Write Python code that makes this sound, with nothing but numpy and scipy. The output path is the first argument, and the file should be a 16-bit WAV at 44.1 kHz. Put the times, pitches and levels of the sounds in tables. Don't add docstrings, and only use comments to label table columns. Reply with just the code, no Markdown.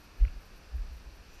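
import sys
import numpy as np
from scipy import signal
from scipy.fft import irfft
from scipy.io import wavfile
from scipy.ndimage import uniform_filter1d

SR = 44100
rng = np.random.default_rng(int(sys.argv[2]) if len(sys.argv) > 2 else 0)


def wav_record(signal):
    frames = np.transpose(np.atleast_2d(signal))
    bounded = np.clip(frames, -1, 1)
    quanta = np.round(bounded * 32767).astype(np.int16)
    wavfile.write(sys.argv[1], SR, quanta)


N = 61739
TIME = np.arange(N) / SR
FREQS = np.fft.rfftfreq(N, 1 / SR)


def gain_of(db):
    return 10 ** (np.asarray(db) / 20)


def unit_level(sound):
    return sound / np.sqrt(np.mean(sound ** 2) + 1e-20)


def random_mix(strengths):
    return unit_level(irfft(strengths * np.exp(2j * np.pi * rng.random(len(FREQS))), N))


def shaped_noise(colour):
    pitch_hz, level_db = np.transpose(colour)
    return random_mix(gain_of(np.interp(np.log(FREQS + 1), np.log(pitch_hz + 1), level_db)))


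def band_noise(pitch_hz, width_hz):
    return random_mix(np.exp(-2 * ((FREQS - pitch_hz) / width_hz) ** 2))


def swell(peak_s, half_width_s):
    return np.exp(-((TIME - peak_s) / half_width_s) ** 2)


# pitch_hz, level_db
WHINE_TONES = [(2937, -86.5), (5844, -80), (5874, -87.5), (8781, -86), (11688, -101), (11718, -79.5),
               (14625, -92)]

def electronic_whine():
    whine = np.zeros(N)
    for pitch_hz, level_db in WHINE_TONES:
        waver_hz = 2.7 * band_noise(0, width_hz=9)
        cycles = np.cumsum(pitch_hz + waver_hz) / SR + rng.random()
        whine += gain_of(level_db) * np.sqrt(2) * np.sin(2 * np.pi * cycles)
    return whine


HISS_MOMENTS = [.008, .045, .187, .42, .463, .573, .762, .94, .98, 1.162, 1.343]
# pitch_hz, level_db
HISS_COLOUR = [(6000, -28), (10500, -17), (11800, -19), (12150, -5.5), (12550, -7), (12950, -20),
               (14500, -25), (15500, -22)]

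def electronic_hiss(length_s=0.033, level_db=-71):
    on_off = sum(np.exp(-(2 * (TIME - middle_s) / length_s) ** 6) for middle_s in HISS_MOMENTS)
    return gain_of(level_db) * on_off * shaped_noise(HISS_COLOUR)


# pitch_hz, level_db
RUSTLE_COLOUR = [(1000, -6), (2050, -13), (2550, 5), (3200, -10), (5000, -11.5), (6000, 2), (6500, -12.5),
                 (7200, -6.5), (8200, -28), (15000, -43)]

def rustle(start_s=1.25, fade_in_s=0.076, squeak_hz=2450, climb_hz_per_s=1100):
    elapsed_s = np.maximum(TIME - start_s, 0)
    cycles = np.cumsum(squeak_hz + climb_hz_per_s * elapsed_s) / SR
    rasp = band_noise(0, width_hz=150) + 1j * band_noise(0, width_hz=150)
    squeak = gain_of(-66.5) * (rasp * np.exp(2j * np.pi * cycles)).real
    rubbing = gain_of(-64) * shaped_noise(RUSTLE_COLOUR)
    return (rubbing + squeak) * np.minimum(elapsed_s / fade_in_s, 1)


def tick(peak_s, level_db, half_width_s, pitch_hz, width_hz):
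    shape = swell(peak_s, half_width_s)
    puff = unit_level(shape * band_noise(pitch_hz, width_hz))
    return gain_of(level_db) * puff * np.sqrt(np.mean(shape ** 2))


# pitch_hz, level_db
SCUFF_COLOUR = [(100, -3), (250, 6), (600, -7.5), (1500, -12), (2600, -12), (5000, -23), (12000, -50)]
# peak_s, level_db, half_width_s, pitch_hz, width_hz
HOUSING_TICKS = [(0.2515, -47.5, 0.0016, 2300, 610), (0.28, -48, 0.001, 2520, 400),
                 (0.2837, -53, 0.0018, 2660, 400)]

def housing():
    scuff = gain_of(-55.5) * swell(peak_s=0.217, half_width_s=0.026) * shaped_noise(SCUFF_COLOUR)
    ticks = sum(tick(*row) for row in HOUSING_TICKS)
    peak_s, _, half_width_s, _, _ = HOUSING_TICKS[0]
    knock = tick(peak_s, level_db=-45, half_width_s=half_width_s, pitch_hz=1110, width_hz=2400)
    return scuff + ticks + knock


# pitch_hz, level_db
WIND_COLOUR = [(10, -10.5), (24, 1.5), (40, 2.5), (62, -1), (80, -10), (110, -21), (200, -31), (500, -59),
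               (3000, -130)]
# time_s, level_db
WIND_LEVELS = [(0, -61.5), (.12, -57), (.18, -51), (.23, -33.5), (.3, -38.5), (.35, -51), (.41, -53),
               (.735, -53), (.78, -45.5), (.86, -43), (.98, -50), (1.12, -51), (1.4, -52.5)]

def wind():
    time_s, level_db = np.transpose(WIND_LEVELS)
    return shaped_noise(WIND_COLOUR) * gain_of(np.interp(TIME, time_s, level_db))


# peak_s, level_db, half_width_s, pitch_hz, slide_octaves_per_s
JOLTS = [(0.2312, -12, 0.018, 41.3, 12), (0.267, -25, 0.0091, 58, 0), (0.375, -36.5, 0.017, 35.3, -4),
         (0.757, -27.5, 0.02, 58.5, 2.5), (0.811, -29.5, 0.024, 42, 0), (0.928, -41, 0.033, 63, -5.5),
         (1.072, -38.5, 0.02, 53, 0)]

def thumps():
    sound = np.zeros(N)
    for peak_s, level_db, half_width_s, pitch_hz, slide_octaves_per_s in JOLTS:
        octaves = np.clip(slide_octaves_per_s * (TIME - peak_s), -1, 1)
        cycles = np.cumsum(pitch_hz * 2 ** octaves) / SR
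        cycles -= np.interp(peak_s, TIME, cycles)
        sound += gain_of(level_db) * swell(peak_s, half_width_s) * np.cos(2 * np.pi * cycles)
    return sound


# pitch_hz, level_db
WATER_COLOUR = [(60, -7.5), (120, -12), (200, -13.5), (320, -16), (550, -19), (900, -21), (1250, -20.5),
                (1750, -20.5), (2020, -26.5), (2550, -20.5), (3150, -29), (3900, -28.5), (4500, -24.5),
                (5400, -28.5), (5900, -28.5), (6300, -34.5), (8000, -39.5), (10500, -43), (11600, -39),
                (12600, -49), (14000, -47), (15000, -48)]

def waterfall(level_db=-56, drift_db=0.5, patch_hz=500, patch_s=0.056):
    grid = signal.stft(shaped_noise(WATER_COLOUR), nperseg=512, noverlap=384)[2]
    patch_rows, patch_columns = round(patch_hz * 512 / SR), round(patch_s * SR / 128)
    patches = uniform_filter1d(rng.standard_normal(grid.shape), patch_rows, axis=0)
    patches = unit_level(uniform_filter1d(patches, patch_columns, axis=1))
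    rush = signal.istft(grid * gain_of(drift_db * patches), nperseg=512, noverlap=384)[1][:N]
    return gain_of(level_db) * unit_level(rush)


def scene():
    mix = waterfall() + wind() + thumps() + housing() + rustle() + electronic_whine() + electronic_hiss()
    return mix[None]


def record(dry):
    cutoff_hz = 15200
    treble_cut = signal.firwin(511, cutoff_hz, window=("kaiser", 9), fs=SR)
    return signal.oaconvolve(dry, treble_cut[None], "same")


dry = scene()
out = record(dry)
wav_record(out)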